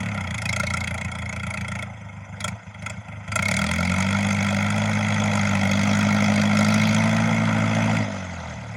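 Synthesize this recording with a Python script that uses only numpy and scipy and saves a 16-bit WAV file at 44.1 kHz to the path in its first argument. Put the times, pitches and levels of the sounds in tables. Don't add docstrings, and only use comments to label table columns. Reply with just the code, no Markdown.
import sys
import numpy as np
from scipy import signal
from scipy.fft import rfft, irfft, next_fast_len
from scipy.io import wavfile
from scipy.ndimage import uniform_filter1d

SR = 44100
rng = np.random.default_rng(int(sys.argv[2]) if len(sys.argv) > 2 else 0)


def waveform_to_disk(signal):
    frames = np.transpose(np.atleast_2d(signal))
    scaled = np.clip(frames, -1, 1) * 32767
    samples = np.round(scaled).astype(np.int16)
    wavfile.write(sys.argv[1], SR, samples)


def amplitude_ratio(level_db):
    exponent = np.asarray(level_db, float) / 20
    return 10 ** exponent


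N = 386316
IDLE_INTERVAL = .035

# surplus of the exhaust puff [ratio], knock_db
CYLINDERS = [(1, -.4), (.25, -.3), (-1, .9), (-.25, .2)]
# middle_s, half_length_s
SURGES = [(2.1, .24), (2.448, .055), (2.744, .02), (2.866, .055), (3.119, .05)]
# start_s, knock_db on fuel, load [0-1], flank turned to the microphone [0-1]
WORK = [(0, -32.5, 0.62, 0.5), (.24, -32.5, .3, 0.54), (.62, -24.5, 0.08, 0.3), (1.1, -33, 0.03, 0.14),
        (1.8, -30.5, 0.1, 0), (3.285, -37, 0.04, 0.35), (3.34, -21.5, 0.2, 0.1), (3.8, -25, 0.28, 0.34),
        (4.3, -27, 0.38, 0.38), (5.05, -29, 0.37, 0.53), (5.55, -26.5, 0.53, 0.66), (5.85, -28, 0.86, 0.8),
        (6.5, -27, 0.94, 0.5), (6.8, -25, 0.79, 0.66), (7.3, -30.5, 0.77, 0.74), (7.6, -32, 0.79, 1),
        (8, -30.5, 0.7, 1), (8.4, -25, 0, 0.94)]


def exhaust(at, cylinder):
    # centre_hz, width_hz, level_db
    silencer = [(90.4, 15.7, 0.5), (110.2, 12.6, 0.5), (139, 50, -11)]
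    tailpipe = [(170.6, 8.4, 0.5), (199.8, 17, 20)]
    manifold = [(110, 110, -3), (159.7, 59, 10), (227, 70, 7.5)]
    outlet = [(250, 16, 21.5), (403, 190, 4.5), (536, 62, 11.5), (655, 23, 16.5), (954, 110, -24),
              (1110, 34.5, 19)]
    # centre_hz, width_hz, level_db
    upright = [(261.4, 48, 0)]
    # pitch_hz, level_db
    flow = [(15, -32), (45, -18), (90, -14.5), (200, -4), (270, -12), (330, -11.5), (450, -44)]
    dry_scatter_db = 3.5
    leaky_cylinder, leak_db, leak_below = 3, 5.5, 30

    chance = rng.standard_normal((len(at), 2))
    dry_db = dry_scatter_db * chance[:, 1] + leak_db * (cylinder == leaky_cylinder)
    dry_db = (1.5 - fuel()[0][at]) * dry_db * (speed()[at] < leak_below)
    sizes = amplitude_ratio(.6 * chance[:, 0] + dry_db)
    surplus = np.transpose(CYLINDERS)[0, cylinder]

    def ring(table):
        return lambda f: modes(table)(f) * f ** 2 / (f ** 2 + 85 ** 2) / (1 + (f / 255) ** 12)

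    def mouth(f):
        return modes(outlet)(f) * f ** 4 / (f ** 4 + 235 ** 4) / (1 + (f / 1100) ** 6)

    level = levels(lag_s=0)
    when = at - SR * 0.004575
    thump = played(when, sizes, level['thump'] - .4, ring(silencer))
    pipe = played(when, sizes, level['pipe'] - .4, ring(tailpipe))
    uneven = played(when, surplus, level['uneven'], ring(manifold))
    ragged = when + SR * .00005 * chance[:, 1]
    bark = played(ragged, sizes + 0.5 * surplus, level['bark'] - 6.5, mouth)
    rumble = amplitude_ratio(level['rumble']) * rush(slope(flow), patchy_db=1.0)
    stack = played(when, sizes, level['stack'], lambda f: modes(upright)(f) ** 3)
    return thump + pipe + stack + uneven + bark + rumble


def knock(at, cylinder):
    # centre_hz, width_hz, level_db
    block_modes = [(607, 67, -10), (1040, 153, -12.5), (1363, 120, -4), (2070, 574, -4), (2167, 86, 2),
                   (2303, 97, -8), (3337, 200, -8.5), (2498, 79, -8.5)]
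    head_modes = [(4010, 540, 4), (4785, 106, -2.5), (5283, 140, 5), (6000, 210, -7), (6558, 148, 1),
                  (6620, 156, 1.5), (7220, 720, -8), (8510, 155, -11.5), (9110, 130, -9.5),
                  (10020, 290, -10.5), (10800, 380, -16.5), (12870, 1550, -10), (13900, 1370, -2)]
    edge_kept = 0.88

    _, knock_db, droop_db = fuel()
    level = levels(lag_s=0)
    chance = rng.standard_normal((len(at), 3))

    def angle(share):
        return np.clip(at + np.gradient(at) * share, 0, N).astype(int)

    start = angle(-.24 + .012 * chance[:, 0])
    own_db = knock_db[at] + np.transpose(CYLINDERS)[1, cylinder] + 1.3 * chance[:, 1]
    block = bursts(start, cylinder, block_modes, own_db + 4.5, rise_s=.0018, t60_s=.034,
                   scatter_db=4.5, level=level)

    soft_db = .9 * np.minimum(own_db + 40, 0) * 2
    edge_db = own_db + level['treble'][at] + soft_db + edge_kept * droop_db[at] + 2.7 * chance[:, 2]
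    damped = [(c, 1.15 * w, db) for c, w, db in head_modes]
    head = bursts(start, cylinder, damped, edge_db, rise_s=.0025, t60_s=.024, scatter_db=4.5, level=level)

    seat_db = own_db - knock_db[at] + level['valves'][at]
    valves = bursts(angle(.36), cylinder, block_modes + head_modes[:6], seat_db, rise_s=.004, t60_s=.055,
                    scatter_db=4, level=level)
    return block + head + valves


def bursts(at, cylinder, table, level_db, rise_s, t60_s, scatter_db, level):
    size, habit = 1536, .7
    interval = np.gradient(at)
    pace = (IDLE_INTERVAL * SR / interval[:, None]) ** .8
    t = np.arange(size) / SR * pace
    shape = (1 - np.exp(-t / rise_s)) ** 2 * amplitude_ratio(-60 * t / t60_s)

    hz = np.fft.rfftfreq(size, 1 / SR)
    each = np.array([(-1) ** k * amplitude_ratio(db) * modes([(c, 1.5 * w, 0)])(hz) ** 2
                     for k, (c, w, db) in enumerate(table)])
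    centre, now = np.transpose(table)[0], np.minimum(at, N - 1)
    shade_db = np.outer(level['shade'][now], (centre > 7200) & (centre < 12000))
    shade_db = shade_db + np.outer(level['top'][now], centre > 12000)
    colour = amplitude_ratio(scatter_db * rng.standard_normal((len(at), len(table))) + shade_db) @ each

    usual = rng.standard_normal((len(CYLINDERS), size))[cylinder]
    noise = habit * usual + np.sqrt(1 - habit ** 2) * rng.standard_normal((len(at), size))
    rows = irfft(rfft(shape * noise) * colour, size)
    energy = interval / np.sum(rows ** 2, axis=1)
    rows = rows * (np.sqrt(energy) * amplitude_ratio(level_db))[:, None]
    return np.bincount((at[:, None] + np.arange(size)).ravel(), rows.ravel())[:N]


def running_gear(count):
    # pitch_hz, level_db
    air = [(380, -27), (480, -6), (650, -3.5), (1400, -2.5), (2050, -2), (2500, -10), (3000, -8),
           (3500, -18.5), (3900, -74)]
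    # centre_hz, width_hz, level_db
    teeth = [(3360, 400, 2.5), (5100, 460, 1.5), (6143, 410, 1.5), (6830, 340, 1), (7230, 360, -0.5),
             (7750, 300, -1.5), (8790, 580, -5), (9670, 510, -4), (10400, 570, -5.5)]
    # pitch_hz, level_db
    hiss = [(1760, -37), (3000, 15), (5920, 7), (7120, -24), (8110, -15), (10200, -51), (11000, -32),
            (14300, -54), (22000, -120)]
    level = levels(lag_s=0.11)
    throb = np.cos(2 * np.pi * (count - .05))
    body = amplitude_ratio(level['body'] - 2.0 + 1.52 * throb) * rush(slope(air), patchy_db=2.5)
    gears = amplitude_ratio(level['gears'] + 2 + 2.8 * throb) * rush(lambda f: modes(teeth)(f) ** 3, patchy_db=4.5)
    soil = amplitude_ratio(level['soil'] + 1.0 * throb) * rush(slope(hiss), patchy_db=4.5)
    return body + gears + soil


def crank():
    first_firing = .656
    count = first_firing + np.cumsum(speed()) / SR
    at = np.flatnonzero(np.diff(np.floor(count)) > 0)
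    return count, at, np.arange(len(at)) % len(CYLINDERS)


def speed():
    # start_s, rate [firings per s]
    pull = [(0, 37.78), (.366, 26.59), (.715, 29.25), (1.914, 27.63), (2.068, 25.19), (3.311, 25.24),
            (3.579, 39.76), (4.168, 50.27), (4.561, 50.14), (4.805, 52.65), (5.277, 52.13), (5.619, 49.15),
            (5.976, 51.4), (6.505, 51.89), (7.273, 55.83), (7.607, 53.8), (7.8, 55), (7.96, 55.2)]
    coast_to, coast_s = 24, .79
    kick, kick_rise_s, kick_fade_s = 2.672, .1, .1274
    t = np.arange(N) / SR
    coasting = np.exp(-np.maximum(t - pull[-1][0], 0) / coast_s)
    rate = coast_to + (curves(pull)[0] - coast_to) * coasting
    for middle in np.transpose(SURGES)[0, 1::2]:
        since = t - middle + kick_rise_s / 2
        fade = np.exp(-np.maximum(since - kick_rise_s, 0) / kick_fade_s)
        rate = rate + kick * np.clip(since / kick_rise_s, 0, 1) * fade
    return rate


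def fuel():
    # start_s, end_s
    cuts = [
        (1.845, 3.27),
        (8.005, 9),
    ]
    # peak knock_db, share of full fuel [0-1]
    doses = [(-42, 0.63), (-24, 0.8), (-42, 0), (-27.5, 0.69), (-41, 0.83)]
    droop_per_firing_db, dry_knock_db = 7.5, -51.5
    t = np.arange(N) / SR
    share = 1. - sum((t > a) & (t < b) for a, b in cuts)
    knock_db = np.where(share > 0, curves(WORK)[0], dry_knock_db)
    droop_db = np.zeros(N)
    for (middle, half), (peak_db, part) in zip(SURGES, doses):
        inside = np.abs(t - middle) < half
        share = np.where(inside, np.clip(part, 0, 1), share)
        drop_db = droop_per_firing_db * ((t - middle) / IDLE_INTERVAL) ** 2
        drop_db = np.minimum(drop_db, max(peak_db - dry_knock_db, 0))
        knock_db = np.where(inside, peak_db - drop_db, knock_db)
        droop_db = np.where(inside, drop_db, droop_db)
    return share, knock_db, droop_db


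def lingering(share):
    ramp = np.cumsum(speed()) / SR / 0.96
    return np.exp(np.maximum.accumulate(np.log(share + 1e-9) + ramp) - ramp)


def levels(lag_s):
    # idle_db, per_octave_of_speed_db, full_load_db, side_on_db, per_knock [dB per dB], no_fuel_db
    laws = dict(thump=(-29.5, 4, -3.5, 5.5, 0.24, -10), pipe=(-34.5, 12, 8.5, -3, .5, -7.5),
            bark=(-56, 16.5, 17, 5.5, 0.52, 4), uneven=(-40, 3.5, 3, 8, 0.57, -13),
            stack=(-65, 9, 16, 11.5, -0.85, -7), treble=(-8.5, -3.2, 5.5, 0, 0.74, -13),
            valves=(-57.5, 31.5, -21, -4, 0.7, 0.5), shade=(5, 3, -6, -8.5, -0.18, 9),
            rumble=(-42.5, 8, -3, 5, .3, -12), top=(-4, -1, 2.2, 0, 0.4, 3),
            body=(-30.5, 8.5, 1, 2.73, 0.21, -6.5), gears=(-52, 11, 2.5, 1, 0.3, -2.5),
            soil=(-63.5, 5.5, 13.5, 13.5, 2.35, -2))
    usual_knock_db = -29.5
    share, knock_db, droop_db = fuel()
    _, load, flank = curves(WORK)

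    def slow(v):
        return uniform_filter1d(v, size=int(lag_s * SR) + 1)

    octaves = np.log2(speed() * IDLE_INTERVAL)
    harder_db = slow(share * (knock_db + droop_db - usual_knock_db))
    state = [np.ones(N), octaves, load, flank, harder_db, slow(1 - lingering(share))]
    return {part: np.dot(law, state) for part, law in laws.items()}


def unit(x):
    return x / np.sqrt(np.mean(x ** 2) + 1e-20)


def along(points, hz):
    f, v = np.transpose(points)
    return np.interp(np.log(hz + 1), np.log(f + 1), v)


def slope(points):
    return lambda hz: amplitude_ratio(along(points, hz))


def curves(rows):
    s, *cols = np.transpose(rows)
    return [np.interp(np.arange(N) / SR, s, c) for c in cols]


def filtered(x, response):
    m = next_fast_len(N + SR // 8)
    return irfft(rfft(x, m) * response(np.fft.rfftfreq(m, 1 / SR)), m)[..., :N]


def modes(table):
    return lambda f: sum((-1) ** k * amplitude_ratio(db) * 1j * f * w / (c * c - f * f + 1j * f * w)
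                         for k, (c, w, db) in enumerate(table))


def played(at, sizes, level_db, response):
    at = np.clip(at.astype(int), 0, N - 1)

    def sound(g):
        return filtered(np.bincount(at, g, N), response)

    plain = np.sqrt(np.abs(uniform_filter1d(sound(sizes) ** 2, size=SR // 6)) + 1e-20)
    return sound(sizes * amplitude_ratio(level_db[at]) / plain[at])


def rush(colour, patchy_db):
    z = signal.stft(rng.standard_normal(N), nperseg=256)[2]
    patches = uniform_filter1d(rng.standard_normal(z.shape), size=3, axis=0)
    patches = uniform_filter1d(patches, size=8, axis=1)
    noise = signal.istft(z * amplitude_ratio(patchy_db * unit(patches)), nperseg=256)[1][:N]
    return unit(filtered(noise, colour))


def field(x):
    # pitch_hz, t60_s
    decay = [(100, 0.94), (1000, 0.024), (4000, 0.19), (12000, 0.037)]
    hz, t, z = signal.stft(rng.standard_normal(SR // 3), SR, nperseg=256)
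    tail = signal.istft(z * amplitude_ratio(-60 * t / along(decay, hz)[:, None]), SR, nperseg=256)[1]
    return signal.fftconvolve(np.pad(x, (500, 0)), tail / np.linalg.norm(tail))[:N]


def ground(tractor):
    # centre_hz, width_hz, depth_db
    bounce = [(363, 185, 5.7), (1129, 296, 21), (1716, 600, 22.7), (2339, 103, 29), (2908, 880, 22),
              (3770, 590, 1), (4230, 340, 3.3), (5190, 560, 4.7)]

    def dips(f):
        return np.prod([1 / (1 + modes([(c, w / amplitude_ratio(db), db)])(f)) for c, w, db in bounce], axis=0)

    filled = .14 * curves(WORK)[2]
    return (1 - filled) * filtered(tractor, dips) + filled * tractor


def scene():
    count, at, cylinder = crank()
    blows = knock(at, cylinder)
    tractor = exhaust(at, cylinder) + blows + running_gear(count) + amplitude_ratio(-22.5) * field(blows)
    return ground(tractor)[None]


def roll_off(x):
    return signal.sosfilt(signal.butter(12, 16820, fs=SR, output="sos"), x)


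def record(dry):
    # pitch_hz, level_db
    microphone = [(10500, -2.18), (12000, -12), (13300, -33), (14600, -26), (15800, -15)]
    top_hz = 15940
    heard = filtered(dry, lambda hz: slope(microphone)(hz) * (hz < top_hz))
    return roll_off(heard)


dry = scene()
out = record(dry)
waveform_to_disk(out)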